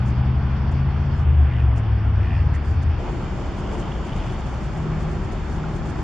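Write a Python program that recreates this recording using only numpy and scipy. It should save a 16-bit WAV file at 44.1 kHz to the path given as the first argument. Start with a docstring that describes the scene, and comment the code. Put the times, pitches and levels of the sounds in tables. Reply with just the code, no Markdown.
"""A revving engine, a second one pulling steadily and road noise play over flicks of feathers.
The first engine eases off and booms through its exhaust; hoarse drake calls rattle faintly beside it.
At three seconds the scene jumps to a calmer moment: ducks shove, twitter and chirp on a lawn amid
tyre wash and droning motors; then a drake calls, a bill snaps and a last call follows.
Engines and motors are gliding sines, road and feathers are shaped noise, and calls are filtered pulses."""
import sys
import numpy as np
from scipy import signal
from scipy.fft import rfft, irfft, next_fast_len
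from scipy.io import wavfile
from scipy.ndimage import uniform_filter1d, map_coordinates

SR = 44100
rng = np.random.default_rng(int(sys.argv[2]) if len(sys.argv) > 2 else 0)


def store_wav(level_fs):
    """Save 16-bit WAV to argv[1]."""
    pcm = np.round(np.clip(np.atleast_2d(level_fs), -1, 1) * 32767)
    wavfile.write(sys.argv[1], SR, pcm.T.astype(np.int16))


N = 265923

# the jump to the calmer moment, and the length of the blend around it
CUT_S, FADE_S = 2.99, .04

# Near engine. Its cycle rate climbs until the throttle lifts, then sags by a share and runs down
START_HZ, CLIMB_HZ_PER_S, LIFT_S, LIFT_TAKES_S = 24.2, 3.3, 1.15, .14
SAG_SHARE, RUN_DOWN_PER_S = .048, .287
# its lines before the exhaust: [multiple of the cycle rate, level under load/dB, level coasting/dB]
ENGINE_LINES = [(2, -36, -26), (3, -22.5, -19), (4, -36.5, -35), (5, -19, -21.5), (6, -30.5, -33.5),
                (7, -27, -33.5), (8, -12, -28), (10, -18, -40.5)]
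# what the exhaust lets through: [f/Hz, gain/dB]
EXHAUST_GAIN = [(45, -23), (56, -10), (66, -5.5), (77, -2.5), (100, 1), (128, -3.5), (150, -10), (185, -20),
                (300, -35)]
# the exhaust booms on the third line as the throttle shuts: [start t/s, length t/s, extra level/dB]
EXHAUST_BOOM = (1.218, 0.34, 8.9)
# a short bark on every line but the third and fifth: [start t/s, length t/s, extra level/dB]
ENGINE_BARK = (2.275, 0.31, 7.1)
# the whole engine drops away for a moment: [start t/s, length t/s, change of level/dB]
ENGINE_LULL = (2.52, 0.2, -11.5)
AFTER_LULL_DB = 1  # a lasting lift that comes in during the lull

# Second engine: firing rate and level, each with its steady growth
PULL_HZ, PULL_HZ_PER_S, PULL_DB, PULL_GROWS_DB_PER_S = 63.2, 3.3, -25.5, 0.68
# it surges once: [start t/s, length t/s, extra level/dB]
PULL_SURGE_BUMP = (1.6, 0.15, 6.4)

# Rumble and tyres around the near engines, and the background hiss over them
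# shapes of the noise: [f/Hz, relative level per Hz/dB]
NEAR_RUMBLE_SHAPE = [(15, -9.5), (33, -4.5), (80, 6.5), (140, 3), (220, -3), (255, -5), (320, -6),
                     (450, -14.5), (700, -32), (1500, -84)]
NEAR_TYRE_SHAPE = [(260, -33), (450, -6), (511, -6.5), (705, -2), (794, -1.5), (1040, -3.5), (1620, -8),
                   (1950, -12), (2390, -13.5), (3410, -19), (4430, -41), (7500, -120)]
NEAR_HISS_SHAPE = [(2800, -27.5), (3700, 8), (4800, 10), (5600, 6), (6400, -6), (7400, -5), (8500, -37.5),
                   (10000, -40.5), (12500, -47)]
NEAR_RUMBLE_DB, NEAR_TYRE_DB, NEAR_TYRE_DB_PER_S, NEAR_HISS_DB = -29, -38, -.5, -59
# the background hiss thins quickly and comes back slowly
DIP_S, DIP_FALL_S, DIP_RECOVER_S, DIP_DB = 1.2, 0.067, 1.5, -8

# Far motors that never stop: [f/Hz, level/dB]
STEADY_HUMS = [(38.8, -35), (819, -57.5)]
# far motors that swell and fade: [start t/s, length t/s, f/Hz, peak level/dB]
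PASSING_DRONES = [(3.0, 3.2, 157, -42), (3.0, 1.66, 76, -38), (4.25, 0.5, 63, -28), (4.63, 0.7, 157, -27.7),
                  (4.697, 1.4, 70.4, -36), (4.747, 1.4, 195.7, -40), (4.85, 0.7, 378, -40.5),
                  (5.4, 0.62, 156.5, -30.3)]
MOTOR_WAVER_HZ, MOTOR_WAVER_DB = 1.3, 1

# Feather flicks: [middle t/s, peak level/dB, length t/s]
FEATHER_FLICKS = [(0.083, -56.5, 0.075), (0.721, -56.5, 0.024), (1.189, -63.5, 0.13), (1.778, -54, .057),
                  (2.554, -54, 0.043), (2.693, -58, 0.16), (2.83, -56, 0.032), (4.173, -61, 0.037),
                  (4.777, -59, 0.03), (5.326, -55, 0.024), (5.762, -57.5, 0.03), (5.862, -61.5, 0.017),
                  (5.898, -52.5, 0.029)]
# shape of the feather noise: [f/Hz, relative level per Hz/dB]
FEATHER_SHAPE = [(1000, -44), (2500, -9), (3500, -6.5), (5000, 4), (7000, 6.5), (9000, -2.5), (12000, -22)]
RUSTLE_DB, RUSTLE_SWING_DB, RUSTLES_PER_S = -65.5, 5, 30  # faint brushing after the cut

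# Drake calls: [start t/s, length t/s, level/dB, pulse rate f/Hz, lower resonance f/Hz, upper resonance f/Hz]
DRAKE_CALLS = [(1.41, .14, -47.5, 89.3, 1750, 2300), (1.47, 0.16, -45.5, 72.2, 2050, 2750),
               (1.56, .085, -43.3, 105.6, 1630, 2450), (2.17, .2, -45, 76, 1870, 2400),
               (2.28, .17, -42.3, 83, 1900, 2380), (2.531, .06, -44, 102.8, 1880, 2000),
               (4.87, .16, -51.5, 70.7, 1750, 2180), (5.907, 0.13, -47, 66.4, 1460, 1740)]
THROAT_WIDTH_HZ = 520
# the short, faint echo: its level against the call, and the time it takes to fall by 60 dB
ECHO_DB, ECHO_T60_S = -10.5, 0.14

# Bouts of shoving: [start t/s, length t/s, peak level/dB]
SHOVES = [(2.96, .22, -36.5), (3.14, .22, -40), (3.6, .42, -38.5), (4.0, .45, -42)]
# shape of the plumage noise: [f/Hz, relative level per Hz/dB]
PLUMAGE_SHAPE = [(150, -27), (350, 1), (900, -0.5), (1400, -12), (2200, -19.5), (3100, -16), (4500, -33),
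                 (8000, -61)]
SHOVE_GRAIN_DB, SHOVE_GRAINS_PER_S = 4.5, 90

# Road and hiss after the cut. Shapes of the noise: [f/Hz, relative level per Hz/dB]
CALM_DEEP_SHAPE = [(15, -21.5), (33, -3), (62, 1.5), (90, -3.5), (130, -3), (190, -10.5), (300, -24.5),
                   (800, -87)]
CALM_RUMBLE_SHAPE = [(90, -41), (160, -4.5), (205, 2), (250, -6.5), (295, -4), (360, -1.5), (480, -13.5),
                     (700, -24.5), (1500, -76.5)]
CALM_TYRE_SHAPE = [(260, -28), (450, -3), (807, -1.5), (1400, -8), (1780, -14), (2370, -14), (2640, -19.5),
                   (2950, -15.5), (3410, -20.5), (4430, -37), (7500, -120)]
LATE_TYRE_SHAPE = [(260, -32), (450, -17), (477, -7), (621, -2), (835, -3), (909, -4.5), (1300, -6.5),
                   (1870, -13.5), (3410, -21), (4430, -32), (7500, -120)]
CALM_HISS_SHAPE = [(2800, -16), (3700, 1), (4800, 1), (6300, -3.5), (7400, -2.5), (8300, -18), (10000, -25),
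                   (12500, -49)]
CALM_RUMBLE_DB, CALM_TYRE_DB, CALM_TYRE_DB_PER_S, CALM_HISS_DB = -35, -37, -0.37, -56
# swells of the far traffic: [start t/s, length t/s, change of rumble level/dB, change of low tyre level/dB]
TRAFFIC_SWELLS = [(2.96, 0.3, 3, -3), (3.613, 0.31, 3.5, 2), (4.05, 0.65, -1.5, 0), (4.5, 0.35, -2, -0.5),
                  (4.78, 0.61, 2.5, 0), (5.55, 0.68, 1.5, 0.5)]
SWELL_TOP_HZ = 1400  # the air takes the treble out of the tyre swells

# Bouts of faint twittering: [start t/s, length t/s, peak level/dB]
CHATTER_BOUTS = [(3.5, .47, -53.5), (3.98, .5, -50.5)]
CHATTER_PER_S, CHATTER_SCATTER_DB = 280, 4
# resonances of the twittering: [f/Hz, width f/Hz, level/dB]
CHATTER_RESONANCES = [(2300, 1100, -0.5), (2930, 940, -1.5), (4480, 560, -8.5)]

# Short husky chirps: [middle t/s, peak level/dB, pitch f/Hz]
CHIRPS = [(3.666, -46, 2900), (3.827, -46, 2960), (3.843, -50, 3040), (3.858, -48, 2950),
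          (3.922, -42.5, 3060), (3.955, -48, 3240), (4.126, -45, 2970), (4.301, -49, 3250)]
CHIRP_S, CHIRP_RISE_PER_S, CHIRP_WAVER = .012, 2.5, .07  # rise and waver are shares of the pitch

# A snap of a bill: [start t/s, level before attack and decay/dB, f/Hz, time to fall by 60 dB t/s]
BILL_SNAP = (5.6395, -16.5, 1380, .014)
SNAP_ATTACK_S = .002

# How alike left and right are in the noise: [f/Hz, likeness from 0 to 1]
STEREO_LIKENESS = [(30, .9), (120, .95), (300, .83), (700, .77), (1500, .76), (3000, .64), (4300, .36),
                   (6000, .28), (9000, .12)]
# how much louder left is than right: [f/Hz, level difference/dB]
LEFT_LEAN = [(60, 1.55), (200, 1.5), (700, 1), (1400, -1), (3000, 0), (5500, -2), (9000, 0.5)]
# narrow dips of the microphone: [f/Hz, width f/Hz, depth from 0 to 1]
MICROPHONE_DIPS = [(3950, 140, .76), (7880, 130, .75)]
TOP_HZ = 12300  # nothing is kept from here up


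def amp(db):
    """Turn decibels into gain."""
    return 10 ** (np.asarray(db) / 20)


def unit(x):
    """Scale to an average (rms) strength of 1."""
    return x / np.sqrt(np.mean(x ** 2) + 1e-20)


def clock():
    """The time of every sample in seconds."""
    return np.arange(N) / SR


def ramp(start, length):
    """A straight rise from 0 to 1."""
    return np.clip((clock() - start) / length, 0, 1)


def swell(start, length):
    """A rounded rise and fall, from 0 to 1 and back."""
    return np.sin(np.pi * np.clip((clock() - start) / length, 0, 1))


def bump(start, length, db):
    """A passing change of level in dB."""
    return db * swell(start, length)


def along(points, hz):
    """Read a curve of (Hz, value) points on a log frequency axis."""
    f, v = np.transpose(points)
    return np.interp(np.log(hz + 1), np.log(f + 1), v)


def wobble(rate):
    """A smooth random curve through `rate` random points a second."""
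    points = rng.standard_normal(int(N * rate / SR) + 4)
    return map_coordinates(points, [np.arange(N) * rate / SR])


def filtered(x, response):
    """Filter x by a gain that depends on frequency."""
    m = next_fast_len(N + SR // 2)  # spare room so the end does not wrap round to the start
    return irfft(rfft(x, m) * response(np.fft.rfftfreq(m, 1 / SR)), m)[..., :N]


def resonance(f, hz, width_hz):
    """A hollow such as a throat favours one pitch and falls off steeply on both sides."""
    damping = 1j * f * width_hz
    return (damping / (hz * hz - f * f + damping)) ** 2


def tone(hz):
    """A sine of rms 1 on a moving pitch, with a random starting phase."""
    return np.sqrt(2) * np.sin(2 * np.pi * (np.cumsum(hz) / SR + rng.random()))


def rush(spectrum, patchy_db):
    """Stereo noise, its shared part at rms 1, in patches of random gain; the bass is nearly mono."""
    z = signal.stft(rng.standard_normal((2, N)), nperseg=512)[2]
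    field = uniform_filter1d(rng.standard_normal(z.shape[1:]), size=6, axis=0)  # smooth over pitch
    field = uniform_filter1d(field, size=14, axis=1)  # smooth over time
    pair = signal.istft(z * amp(patchy_db * unit(field)), nperseg=512)[1][:, :N]

    def shape(hz):
        # a wider angle puts more into the difference of left and right
        angle = np.arccos(np.clip(along(STEREO_LIKENESS, hz), -1, 1)) / 2
        return amp(along(spectrum, hz)) * [np.cos(angle), np.sin(angle)]

    mid, side = filtered(pair, shape)
    return np.array([mid + side, mid - side]) / np.sqrt(np.mean(mid ** 2))


def near_engine():
    """Uneven firing puts lines on many multiples of the cycle rate; they glide through a fixed exhaust."""
    t, coasting = clock(), ramp(LIFT_S, LIFT_TAKES_S)
    climb_hz = START_HZ + CLIMB_HZ_PER_S * np.minimum(t, LIFT_S)
    run_down = np.exp(-RUN_DOWN_PER_S * np.maximum(t - LIFT_S, 0))
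    cycle_hz = climb_hz * (1 - SAG_SHARE * coasting) * run_down
    flutter_db = .7
    strong = {3: bump(*EXHAUST_BOOM), 5: 0}
    bark_db, out = bump(*ENGINE_BARK), np.zeros(N)
    for multiple, load_db, coast_db in ENGINE_LINES:
        line_hz = multiple * cycle_hz
        db = load_db + (coast_db - load_db) * coasting
        db = db + along(EXHAUST_GAIN, line_hz) + strong.get(multiple, bark_db)
        out += amp(db + flutter_db * wobble(17)) * tone(line_hz)
    lull_start, lull_length, _ = ENGINE_LULL
    return amp(bump(*ENGINE_LULL) + AFTER_LULL_DB * ramp(lull_start, lull_length)) * out


def second_engine():
    """A slowly climbing and growing exhaust note; its octave is strong under load early on."""
    hz = PULL_HZ + PULL_HZ_PER_S * clock()
    octave = amp(-26.5) + amp(-9.0) * swell(-0.28, 1.7)
    flutter_db = .7 * wobble(5)
    level_db = PULL_DB + PULL_GROWS_DB_PER_S * clock() + bump(*PULL_SURGE_BUMP) + flutter_db
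    return amp(level_db) * (tone(hz) + octave * tone(2 * hz))


def road_near():
    """Rumble and tyre roar around the engines, and a background hiss, are three bands of noise."""
    rumble = amp(NEAR_RUMBLE_DB) * rush(NEAR_RUMBLE_SHAPE, patchy_db=0.03)
    tyre_db = NEAR_TYRE_DB + NEAR_TYRE_DB_PER_S * clock()
    tyres = amp(tyre_db) * rush(NEAR_TYRE_SHAPE, patchy_db=1.0)
    dip_db = DIP_DB * ramp(DIP_S, DIP_FALL_S) * (1 - ramp(DIP_S + DIP_FALL_S, DIP_RECOVER_S))
    hiss = rush(NEAR_HISS_SHAPE, patchy_db=1.5) * amp(1.2 * wobble(35))
    return rumble + tyres + amp(NEAR_HISS_DB + dip_db) * hiss


def far_motors():
    """Distant tones waver slightly in pitch and strength on their way through the air."""
    def motor(hz, db):
        return amp(db + MOTOR_WAVER_DB * wobble(8)) * tone(hz + MOTOR_WAVER_HZ * wobble(6))

    hums = sum(motor(hz, db) for hz, db in STEADY_HUMS)
    drones = sum(swell(start, length) * motor(hz, db) for start, length, hz, db in PASSING_DRONES)
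    return hums + drones


def feathers(grain_db=2.5):
    """Wings brush against each other in short grainy strokes, with fainter chance ones after the cut."""
    strokes = sum(amp(db) * swell(middle - length / 2, length) for middle, db, length in FEATHER_FLICKS)
    rustle = ramp(CUT_S, FADE_S) * amp(RUSTLE_DB + RUSTLE_SWING_DB * wobble(RUSTLES_PER_S))
    brush = rush(FEATHER_SHAPE, patchy_db=1)
    return (strokes + rustle) * unit(brush * amp(grain_db * wobble(640)))


def drakes():
    """Each call is a short rattle of slow, uneven pulses and gated air through two throat resonances."""
    air_share, jitter, scatter_db = .56, .1, 1.5
    out = np.zeros(N)
    for start, length, db, pulse_hz, low_hz, high_hz in DRAKE_CALLS:
        cycles = np.cumsum(pulse_hz * (1 + jitter * wobble(60))) / SR
        cycles -= np.interp(start + length / 2, clock(), cycles)  # puts a pulse in mid-call
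        clicks = np.diff(np.floor(cycles), prepend=np.floor(cycles[0]))
        pulses = unit(clicks * amp(scatter_db * wobble(90)))
        air = unit(rng.standard_normal(N) * np.exp(-2.5 * (cycles % 1)))  # fades after each pulse

        def throat(f):
            upper = resonance(f, high_hz, THROAT_WIDTH_HZ)
            return resonance(f, low_hz, THROAT_WIDTH_HZ) + amp(-3.0) * upper

        voice = unit(filtered(pulses * (1 - air_share) + air * air_share, throat))
        out += amp(db) * swell(start, length) * voice
    return out


def surroundings(x):
    """Calls come back faintly and blurred from the surroundings, differently in each ear."""
    t = np.arange(SR // 4) / SR
    tail = rng.standard_normal((2, len(t))) * amp(-60 * t / ECHO_T60_S)
    tail /= np.linalg.norm(tail, axis=1, keepdims=True)
    return x + amp(ECHO_DB) * signal.fftconvolve(x[None], tail, axes=1)[:, :N]


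def tussle():
    """Bodies and wings shove against each other in bouts of dull, uneven brushing."""
    grain = amp(SHOVE_GRAIN_DB * wobble(SHOVE_GRAINS_PER_S))
    bouts = sum(amp(db) * swell(start, length) for start, length, db in SHOVES)
    return bouts * unit(grain * rush(PLUMAGE_SHAPE, patchy_db=1.5))


def road_calm():
    """Traffic farther off: a steady deep rumble under a wash whose low part swells with passing cars."""
    patchy_db = .5
    rumble_db = CALM_RUMBLE_DB + sum(bump(start, length, db) for start, length, db, _ in TRAFFIC_SWELLS)
    surge = amp(sum(bump(start, length, db) for start, length, _, db in TRAFFIC_SWELLS))
    deep = amp(-27.5) * rush(CALM_DEEP_SHAPE, patchy_db=0)
    rumble = deep + amp(rumble_db) * rush(CALM_RUMBLE_SHAPE, patchy_db)
    # the tyre wash slowly changes from one tone colour to another
    late = ramp(3.83, 1.24)
    wash = np.sqrt(1 - late) * rush(CALM_TYRE_SHAPE, patchy_db)
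    wash = wash + np.sqrt(late) * rush(LATE_TYRE_SHAPE, patchy_db)
    low_wash = filtered(wash, lambda hz: 1 / (1 + (hz / SWELL_TOP_HZ) ** 4))
    wash = wash + (surge - 1) * low_wash
    tyres = amp(CALM_TYRE_DB + CALM_TYRE_DB_PER_S * (clock() - CUT_S)) * wash
    hiss = amp(CALM_HISS_DB - 0.87 * late) * rush(CALM_HISS_SHAPE, patchy_db)
    return rumble + tyres + hiss


def chatter():
    """Bouts of faint twittering: ticks at random moments ring through a few resonances."""
    ticks = (rng.random(N) < CHATTER_PER_S / SR) * amp(CHATTER_SCATTER_DB * rng.uniform(-1, 1, N))

    def throat(f):
        return sum(amp(db) * resonance(f, hz, width) for hz, width, db in CHATTER_RESONANCES)

    voice = unit(filtered(ticks, throat))
    return voice * sum(amp(db) * np.sqrt(np.abs(swell(start, length))) for start, length, db in CHATTER_BOUTS)


def chirps():
    """Tiny notes, each rising a little, made husky by a fast waver in pitch."""
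    out = np.zeros(N)
    for middle, db, hz in CHIRPS:
        rise = CHIRP_RISE_PER_S * np.clip(clock() - middle, -CHIRP_S, CHIRP_S)
        glide = 1 + rise + CHIRP_WAVER * wobble(900)
        out += amp(db) * swell(middle - CHIRP_S / 2, CHIRP_S) * tone(hz * glide)
    return out


def bill_snap():
    """A bill snaps shut with one short, hollow tock: a sine that starts fast and dies away."""
    start, db, hz, t60 = BILL_SNAP
    age = np.maximum(clock() - start, 0)
    attack = 1 - np.exp(-age / SNAP_ATTACK_S)
    return amp(db - 60 * age / t60) * attack * np.sin(2 * np.pi * hz * age)


def scene():
    """Blend the two road moments across the cut, add the ducks and motors, and lean the stereo by pitch."""
    after = ramp(CUT_S - FADE_S / 2, FADE_S)
    near = near_engine() + second_engine() + road_near()
    traffic = np.sqrt(1 - after) * near + np.sqrt(after) * road_calm()
    voices = surroundings(drakes() + chatter() + chirps() + bill_snap())
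    lawn = traffic + far_motors() + feathers() + voices + tussle()
    return filtered(lawn, lambda hz: amp(np.outer([.5, -.5], along(LEFT_LEAN, hz))))


def record(dry):
    """The microphone has narrow dips, and nothing above a top frequency is kept."""
    def response(hz):
        dips = [1 - depth * np.exp(-((hz - centre) / width) ** 2) for centre, width, depth in MICROPHONE_DIPS]
        return np.prod(dips, axis=0) * (hz < TOP_HZ)

    return filtered(dry, response)


dry = scene()
out = record(dry)
store_wav(out)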